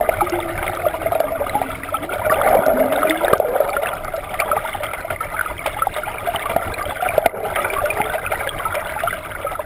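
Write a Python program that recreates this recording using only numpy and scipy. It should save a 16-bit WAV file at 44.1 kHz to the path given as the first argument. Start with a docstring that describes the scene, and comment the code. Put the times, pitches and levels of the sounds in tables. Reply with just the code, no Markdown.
"""An indoor pool, under water: a swimmer's crawl, heard through a camera's waterproof case.
Strokes and kicks drag air down. Each bubble rings as it pinches off, its air the spring and the
water around it the mass, and clouds of them gurgle close by. A large air pocket wobbles, the current
rumbles on the case and tiny bubbles tick against it. The camera limits loud peaks and samples at a
low rate, whose spectral images add a gritty sheen."""
import sys
import numpy as np
from scipy import signal
from scipy.fft import rfft, irfft, next_fast_len
from scipy.io import wavfile
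from scipy.ndimage import uniform_filter1d, map_coordinates

SR = 44100
rng = np.random.default_rng(int(sys.argv[2]) if len(sys.argv) > 2 else 0)


def materialize(psi):
    """Save the field psi as 16-bit PCM at rate SR to the path in sys.argv[1].

    A 1-D psi becomes a single channel; in a 2-D psi each row is a channel.
    """
    bounded = np.clip(np.atleast_2d(psi).T, -1, 1)
    quanta = np.round(bounded * 32767).astype(np.int16)
    wavfile.write(sys.argv[1], SR, quanta)


N = 425565

# water pushing past the case: t/s, relative level/dB
CURRENT_LEVELS = [(0, -34), (.65, -34.5), (2.1, -38), (2.55, -34.5), (3.7, -40.5), (4.5, -36.5), (5, -39),
                  (5.5, -35.5), (6.3, -36.5), (8.6, -36.5), (9.65, -40)]
# spectrum of its turbulent pressure: f/Hz, relative level/dB
RUMBLE_SPECTRUM = [(12, -20), (22, 5), (45, -3), (78, -1.5), (100, 1.5), (125, -8.5), (155, -5.5),
                   (210, -17.5), (330, -9.5), (500, -20), (1000, -39.5)]
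# transmission through the case: f/Hz, gain/dB
CASE_RESPONSE = [(200, -15), (400, -13.5), (480, -15.5), (630, -2), (780, -6), (1080, -14), (1200, -3),
                 (1400, -2.5), (1800, -8), (2150, 3), (2600, -8), (3500, -8), (4100, -16), (5600, 0)]
# the sharpest bursts of tiny bubbles on the case: t/s, level/dB
SHARP_TICKS = [(0.297, -22), (.7501, -27), (2.311, -31), (2.6632, -24), (3.0953, -29), (3.3798, -24),
               (3.7019, -31), (4.0455, -28.5), (4.164, -32.5), (4.402, -22.5), (6.826, -31), (7.8569, -27),
               (7.9388, -31), (8.752, -28.5)]
# big bubbles tearing off and shoving the case: t/s, peak level/dB
CASE_SHOVES = [(0.091, -17.5), (1.554, -14), (2.303, -15), (2.591, -8), (3.332, -5.5), (6.346, -20),
               (6.562, -10), (7.264, -10), (8.002, -11)]
# hands and feet slapping through the surface: t/s, peak level/dB
SURFACE_SLAPS = [(.576, -13), (.625, -13), (.663, -15.5), (2.92, -9), (3.11, -13), (4.337, -13),
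                 (4.4, -8.5), (4.832, -12.5), (4.933, -12), (5.101, -11), (5.66, -9.5), (5.963, -14),
                 (6.346, -13.5), (6.454, -14), (7.14, -21), (7.557, -7.5), (7.732, -8), (8.317, -11),
                 (8.64, -26), (8.742, -12.5), (9.512, -14.5)]
# a large air pocket, one list for each time it forms: t/s, f/Hz, relative level/dB
POCKET_GLIDES = [
    [(.3, 342.4, -38), (.48, 338, -34), (.8, 355, -39.5), (1.23, 280.5, -43.5), (1.64, 270, -36),
     (1.87, 275, -43.5), (2.03, 295, -34), (2.1, 369, -29), (2.2, 447, -55)],
    [(2.55, 326, -36.5), (2.73, 250, -23.5), (2.95, 280, -32.5), (3.12, 316, -35), (3.32, 373, -33.5),
     (3.46, 480, -21), (3.62, 550, -27), (3.8, 570, -29)],
    [(7.44, 429, -27.5), (7.56, 363, -44), (7.68, 371.5, -31), (7.75, 400.3, -35.5), (8.2, 443, -43)],
]
# fainter bubbles, by size: f/Hz, rate/(1/s), peak level/dB, t60/s
STRAY_CLASSES = [(600, 2, -17.5, .06), (810, 2.5, -17.5, .04), (1310, 5, -17, .042), (2150, 3, -18.5, .018),
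                 (3300, 2.5, -23, .012)]
# strength of the swarms: t/s, large-bubble level/dB, small-bubble level/dB
SWARM_LEVELS = [(0, -23, -38), (.25, -30, -35.5), (.65, -28.5, -36.5), (.9, -28, -37.5), (1.2, -26, -42),
                (1.6, -30, -35), (1.95, -34, -39.5), (2.2, -26.5, -37.5), (2.5, -19, -32),
                (2.82, -19.5, -40.5), (3.14, -23, -30), (3.5, -25, -41.5), (3.85, -26.5, -34.5),
                (4.2, -34.5, -39), (4.48, -25, -36.5), (5, -37, -37), (5.9, -34, -36.5),
                (6.5, -28.5, -36.5), (6.9, -33, -34.5), (7.18, -25.5, -35.5), (7.34, -25.5, -40.5),
                (7.6, -27, -32.5), (8.75, -31, -35), (9.65, -33.5, -39.5)]
# the loudest near bubbles: t/s, f/Hz, peak level/dB, t60/s
NEAR_BUBBLES = [(.009, 687, -9.5, 0.093), (.089, 637, 0, 0.025), (.094, 2080, -8, 0.0074),
                (.207, 1234, -9, 0.03), (.214, 810, -6, 0.045), (.22, 349, -15.5, .18),
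                (.32, 346, -14, 0.28), (.332, 765, -17, 0.054), (.679, 2100, -9.5, 0.014),
                (.833, 696, -14, 0.23), (.863, 602, -5, 0.064), (1.059, 649, -7.5, 0.079),
                (1.119, 683, -8, 0.071), (1.15, 635, -11.5, 0.087), (1.202, 639, -2, 0.04),
                (1.237, 599, -13, 0.11), (1.32, 650, -11, 0.13), (1.419, 784, -13.5, .019),
                (1.55, 825, -9.5, 0.12), (1.615, 710, -5, .026), (1.941, 1290, -11.5, 0.077),
                (2.263, 612, -9, 0.11), (2.297, 1790, -8, 0.017), (2.301, 1150, -11.5, 0.13),
                (2.319, 1320, -8, 0.023), (2.414, 1240, -6.5, 0.01), (2.321, 622, -6, 0.11),
                (2.487, 704, -4.5, .015), (2.55, 510, -6, 0.052), (2.681, 620, -5.5, 0.058),
                (2.719, 620, -7, 0.031), (2.8, 631, -9, 0.12), (3.03, 1240, -5.5, 0.026),
                (3.044, 621, -11, 0.25), (3.09, 314, -14.5, 0.32), (3.239, 560, -9, 0.06),
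                (3.28, 640, -7.5, 0.0097), (3.33, 560, -0.5, 0.024), (3.097, 3460, -14, 0.013),
                (3.108, 1905, -5, 0.0084), (3.281, 1610, -7, 0.017), (3.333, 1183, -2, 0.037),
                (3.399, 600, 4.5, 0.022), (3.446, 586, -3.5, 0.044), (3.559, 563, -6.5, 0.039),
                (3.602, 596.6, -2, 0.044), (3.765, 1370, -8.5, 0.033), (3.832, 647, -11, 0.039),
                (3.859, 1650, -8.5, 0.0071), (4.137, 643, -13.5, 0.12), (4.399, 2290, -7.5, 0.037),
                (4.487, 784, -13, .04), (4.514, 1285, -7.5, 0.044), (4.528, 600, -11, 0.082),
                (4.566, 777, -7, 0.023), (4.747, 780, -12.5, .04), (5.103, 1434, -15, .029),
                (5.392, 1475, -7.5, 0.026), (5.41, 1440, -6, 0.024), (5.659, 730, -14, 0.0077),
                (5.82, 1303, -7, 0.048), (5.869, 763, -4.5, .025), (6.076, 820, -16, 0.051),
                (6.271, 688, -12.5, 0.093), (6.36, 2970, -12, 0.013), (6.457, 1144, -13.5, 0.051),
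                (6.563, 674, -1, 0.027), (7.023, 715, -8.5, 0.11), (7.088, 2300, -10, 0.021),
                (7.093, 687, -11, 0.057), (7.179, 607, 1.5, .03), (7.259, 672, 5.5, 0.033),
                (7.262, 2050, -.5, 0.0094), (7.784, 1152, -11.5, 0.076), (7.836, 588, -9.5, 0.15),
                (7.902, 2400, -12, .043), (8.001, 819, -9, .057), (8.016, 2140, -7, 0.005),
                (8.149, 632, -11.5, 0.09), (8.263, 2460, -12.5, .015), (8.473, 1606, -11.5, 0.024),
                (8.491, 3230, -15, 0.023), (8.652, 1290, -13, 0.09), (9.034, 676, -9.5, .11),
                (9.073, 1345, -10, .043), (9.127, 1540, -13, 0.053), (9.445, 563, -14.5, 0.11),
                (9.464, 1270, -19, 0.14)]


def amp(db):
    """Amplitude ratio of a level in decibels."""
    return 10 ** (np.asarray(db) / 20)


def unit(x):
    """Normalisation to rms 1."""
    return x / np.sqrt(np.mean(x ** 2) + 1e-20)


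def curves(rows):
    """Linear interpolation: one value per sample for each column after the time."""
    times, *columns = np.transpose(rows)
    return [np.interp(np.arange(N) / SR, times, column) for column in columns]


def wobble(rate):
    """Slow random modulation: a spline through `rate` Gaussian knots a second."""
    knots = rng.standard_normal(int(N * rate / SR) + 4)
    return map_coordinates(knots, [np.arange(N) * rate / SR])


def add(track, s, sound):
    """Superposition: a short sound joins the track at s seconds."""
    part = track[max(round(s * SR), 0):][:len(sound)]
    part += sound[:len(part)]


def coloured(x, points):
    """Minimum-phase filtering through (f/Hz, gain/dB) points; folding the cepstrum makes it causal."""
    size = 2 * next_fast_len(N // 2 + SR // 4)
    hz, db = np.transpose(points)
    gain_db = np.interp(np.log(np.fft.rfftfreq(size, 1 / SR) + 1), np.log(hz), db)
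    cepstrum = irfft(np.log(amp(gain_db)))[:size // 2]
    cepstrum[1:] *= 2
    return irfft(rfft(x, size) * np.exp(rfft(cepstrum, size)))[:N]


def low_pass(x, hz, order):
    """Zero-phase Butterworth roll-off above hz."""
    return signal.sosfiltfilt(signal.butter(order, hz, fs=SR, output="sos"), x)


def pool_echo(x, t60):
    """Reverberation: the surface and tiled walls scatter sound into an exponentially decaying tail."""
    t = np.arange(SR // 3) / SR
    tail = rng.standard_normal(len(t)) * amp(-60 * t / t60)
    return signal.fftconvolve(x, tail / np.linalg.norm(tail))[:N]


def current(lumpy_db=3.0, gain_db=1.0):
    """Turbulent pressure fluctuations load the case in soft, rumbling lumps."""
    db, = curves(CURRENT_LEVELS)
    rumble = coloured(rng.standard_normal(N), RUMBLE_SPECTRUM)
    return amp(db + gain_db) * unit(rumble * amp(lumpy_db * wobble(26)))


def bubble(hz, t60, swell_cycles, rise):
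    """Minnaert resonance: a bubble swells and rings out, its pitch rising as it nears the surface."""
    t = np.arange(int(t60 * SR) + 2) / SR
    envelope = (1 - np.exp(-(t * hz / swell_cycles) ** 2)) * amp(-60 * t / t60)
    cycles = hz * (t + rise * t * t / t60)
    return envelope / envelope.max() * np.sin(2 * np.pi * (cycles + rng.random()))


def ticks(pitch_hz=5000, snap_t60=0.009, snap_db=-0.5, faint_per_second=0.87, faint_db=-39):
    """Impulsive excitation: tiny bubbles burst on the case, each with a snap and a short ping."""
    out, t = np.zeros(N), np.arange(SR // 40) / SR
    band = signal.butter(2, [2400, 5600], "band", fs=SR, output="sos")
    faint = [(s, faint_db) for s in rng.random(int(faint_per_second * N / SR)) * N / SR]
    for s, db in SHARP_TICKS + faint:
        snap = unit(signal.sosfilt(band, rng.standard_normal(len(t))))
        add(out, s, amp(db + snap_db) * snap * amp(-60 * t / snap_t60))
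        hz = pitch_hz * np.exp(rng.normal(0, 0.12))
        add(out, s, amp(db) * bubble(hz, t60=0.017, swell_cycles=6.2, rise=0.081))
    return out


def shoves(time_constant_s=0.00064):
    """A bipolar pressure pulse: a big bubble tears off with a push and a slower pull, a dull knock."""
    out = np.zeros(N)
    age = np.arange(SR // 50) / SR / time_constant_s
    pulse = age * (2 - age) * np.exp(-age)
    for s, db in CASE_SHOVES:
        add(out, s, amp(db) * pulse / pulse.max())
    return out


def swarm(low_hz, high_hz, per_second, cycles, spread_db, wash_db):
    """Incoherent summation of many bubbles of one size range, heard through the case and held at rms 1."""
    rings = np.zeros(N)
    for when, size, strength, life in rng.random((int(per_second * N / SR), 4)):
        hz = low_hz * (high_hz / low_hz) ** size
        t60 = cycles * 2 ** (2 * life - 1) / hz
        gain = amp(-spread_db * np.sqrt(strength))  # few reach full strength
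        add(rings, when * N / SR, gain * bubble(hz, t60, swell_cycles=0.92, rise=0.051))
    wash = amp(wash_db) * pool_echo(rings, t60=0.34)  # far bubbles blur together
    cloud = coloured(rings + wash, CASE_RESPONSE)
    power = np.abs(uniform_filter1d(cloud ** 2, size=SR // 8))
    return cloud / np.sqrt(power + 1e-12)


def swarm_levels(middle_db=2.5, middle_lean=0.32):
    """Levels/dB of large, middle and small bubbles; the middle is a raised, weighted mean of the others."""
    large, small = curves(SWARM_LEVELS)
    return large, small + middle_db + middle_lean * (large - small), small


def splashes(t60=0.095, attack_s=0.0019):
    """Air entrainment on impact: a slap frees a dense burst of bubbles of many sizes at once."""
    out, t = np.zeros(N), np.arange(SR // 5) / SR
    froth = swarm(439, 3680, per_second=1400, cycles=8.2, spread_db=0.5, wash_db=-9.0)
    envelope = (1 - np.exp(-t / attack_s)) * amp(-60 * t / t60)
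    for s, db in SURFACE_SLAPS:
        burst = envelope * froth[rng.integers(N - len(t)):][:len(t)]
        add(out, s, amp(db) * burst / np.abs(burst).max())
    return out


def air_pocket(t60=0.22, jolts_per_second=70, fade_s=0.028, gain_db=2.0):
    """A randomly driven resonator: eddies jolt an air pocket, whose note climbs when it sheds bubbles."""
    out, t = np.zeros(N), np.arange(N) / SR
    pole = amp(-60 / (t60 * SR))
    for glide in POCKET_GLIDES:
        hz, db = curves(glide)
        jolts = (rng.random(N) < jolts_per_second / SR) * np.exp(2j * np.pi * rng.random(N))
        envelope = signal.lfilter([1], [1, -pole], jolts)
        ring = np.real(envelope * np.exp(2j * np.pi * np.cumsum(hz) / SR))
        inside_s = np.minimum(t - glide[0][0], glide[-1][0] - t)
        present = np.clip(inside_s / fade_s + 1, 0, 1)
        out += present * amp(db + gain_db) * unit(ring)
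    return out


def pinch_snap(t60=0.019, peak_range_db=(-26, -8)):
    """A broadband transient: the neck of air breaks with a wet snap, sometimes sharp, sometimes faint."""
    t = np.arange(SR // 40) / SR
    band = signal.butter(2, [150, 1680], "band", fs=SR)
    snap = signal.lfilter(*band, rng.standard_normal(len(t))) * amp(-60 * t / t60)
    return amp(rng.uniform(*peak_range_db)) * snap / np.abs(snap).max()


def stray_bubbles(pitch_scatter=0.0873, life_scatter=0.29, scatter_db=2.0, follow=0.31):
    """Free oscillation of farther bubbles, pinched off at random and louder in harder churning."""
    out, middle_db = np.zeros(N), swarm_levels()[1]
    effort_db = middle_db - middle_db.mean()
    for class_hz, per_second, db, class_t60 in STRAY_CLASSES:
        count = int(per_second * N / SR)
        starts = (np.arange(count) + rng.random(count)) / count * N
        for start, (size, strength, life) in zip(starts.astype(int), rng.standard_normal((count, 3))):
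            hz = class_hz * np.exp(pitch_scatter * size)
            t60 = class_t60 * np.exp(life_scatter * life)
            gain = amp(db + follow * effort_db[start] + scatter_db * strength)
            add(out, start / SR, gain * bubble(hz, t60, swell_cycles=3.7, rise=0.045))
            add(out, start / SR, gain * pinch_snap())
    return out


def gurgle(level_db=-31.5, growth=2.05):
    """Overlapping resonances: hard churning sheds strings of like-sized bubbles, a hollow glugging."""
    envelope = amp(level_db) * unit(amp(growth * swarm_levels()[0]))
    return envelope * swarm(530, 689.7, per_second=70, cycles=48, spread_db=17, wash_db=-12.5)


def churn(clump_db=2.5, surge_db=1.18, gulp_db=-15, gulp_growth=1.02, fizz_db=-21):
    """Strokes and kicks feed the swarms; resonance frequency varies inversely with bubble radius."""
    large, middle, small = [amp(db + surge_db * wobble(6)) for db in swarm_levels()]
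    water = large * swarm(401, 996.5, per_second=400, cycles=28, spread_db=24, wash_db=-5.5)
    water += middle * swarm(900, 1773, per_second=460, cycles=47, spread_db=25.5, wash_db=-6.5)
    water += small * swarm(1770, 4100, per_second=700, cycles=52, spread_db=25.5, wash_db=-5.5)
    # the biggest gulps of air follow the large bubbles, the finest fizz the small ones
    gulps = amp(gulp_db) * large.mean() * unit(large ** gulp_growth)
    fizz = amp(fizz_db) * small
    water += gulps * swarm(185, 504, per_second=300, cycles=13.7, spread_db=20, wash_db=-2)
    water += fizz * swarm(3350, 5930, per_second=510, cycles=62, spread_db=35, wash_db=-15)
    # air breaks up in clumps that hold all sizes
    return water * unit(amp(clump_db * wobble(42)))


def near_bubbles(least_swell_cycles=1.18, swell_share=0.011):
    """Damped oscillation of single close bubbles; those that ring long also swell more gently."""
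    out = np.zeros(N)
    for s, hz, db, t60 in NEAR_BUBBLES:
        swell_cycles = least_swell_cycles + swell_share * hz * t60
        add(out, s, amp(db) * bubble(hz, t60, swell_cycles, rise=0.046))
        add(out, s, amp(db) * pinch_snap())
    return out


def scene():
    """Linear superposition of everything that reaches the microphone in its case."""
    near = near_bubbles()
    walls = amp(-10) * pool_echo(near, t60=0.04)
    bubbling = near + walls + stray_bubbles() + churn() + gurgle() + air_pocket()
    return (bubbling + splashes() + current() + shoves() + ticks())[None]


def limited(x, threshold_db=-5, deepest_db=11, release_db_per_s=55, lag_s=0.02):
    """Automatic gain control: the gain ducks a moment after a loud peak and creeps back."""
    excess_db = np.clip(20 * np.log10(np.abs(x) + 1e-9) - threshold_db, 0, deepest_db)
    release_db = release_db_per_s * np.arange(N) / SR
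    held_db = np.maximum.accumulate(excess_db + release_db) - release_db
    pole = np.exp(-1 / (lag_s * SR))
    return x * amp(-signal.lfilter([1 - pole], [1, -pole], held_db))


def record(dry, sample_hz=12000, top_hz=15700):
    """Zero-order hold: the camera limits, then holds each sample, mirroring bubbles into the treble."""
    saturated = np.clip(limited(dry[0]), -1, 1)
    sampled = signal.resample_poly(low_pass(saturated, hz=5610, order=10), sample_hz, SR)
    steps = signal.resample_poly(np.repeat(sampled, 4), SR, 4 * sample_hz)
    return low_pass(steps, top_hz, order=16)[None]


dry = scene()
out = record(dry)
materialize(out)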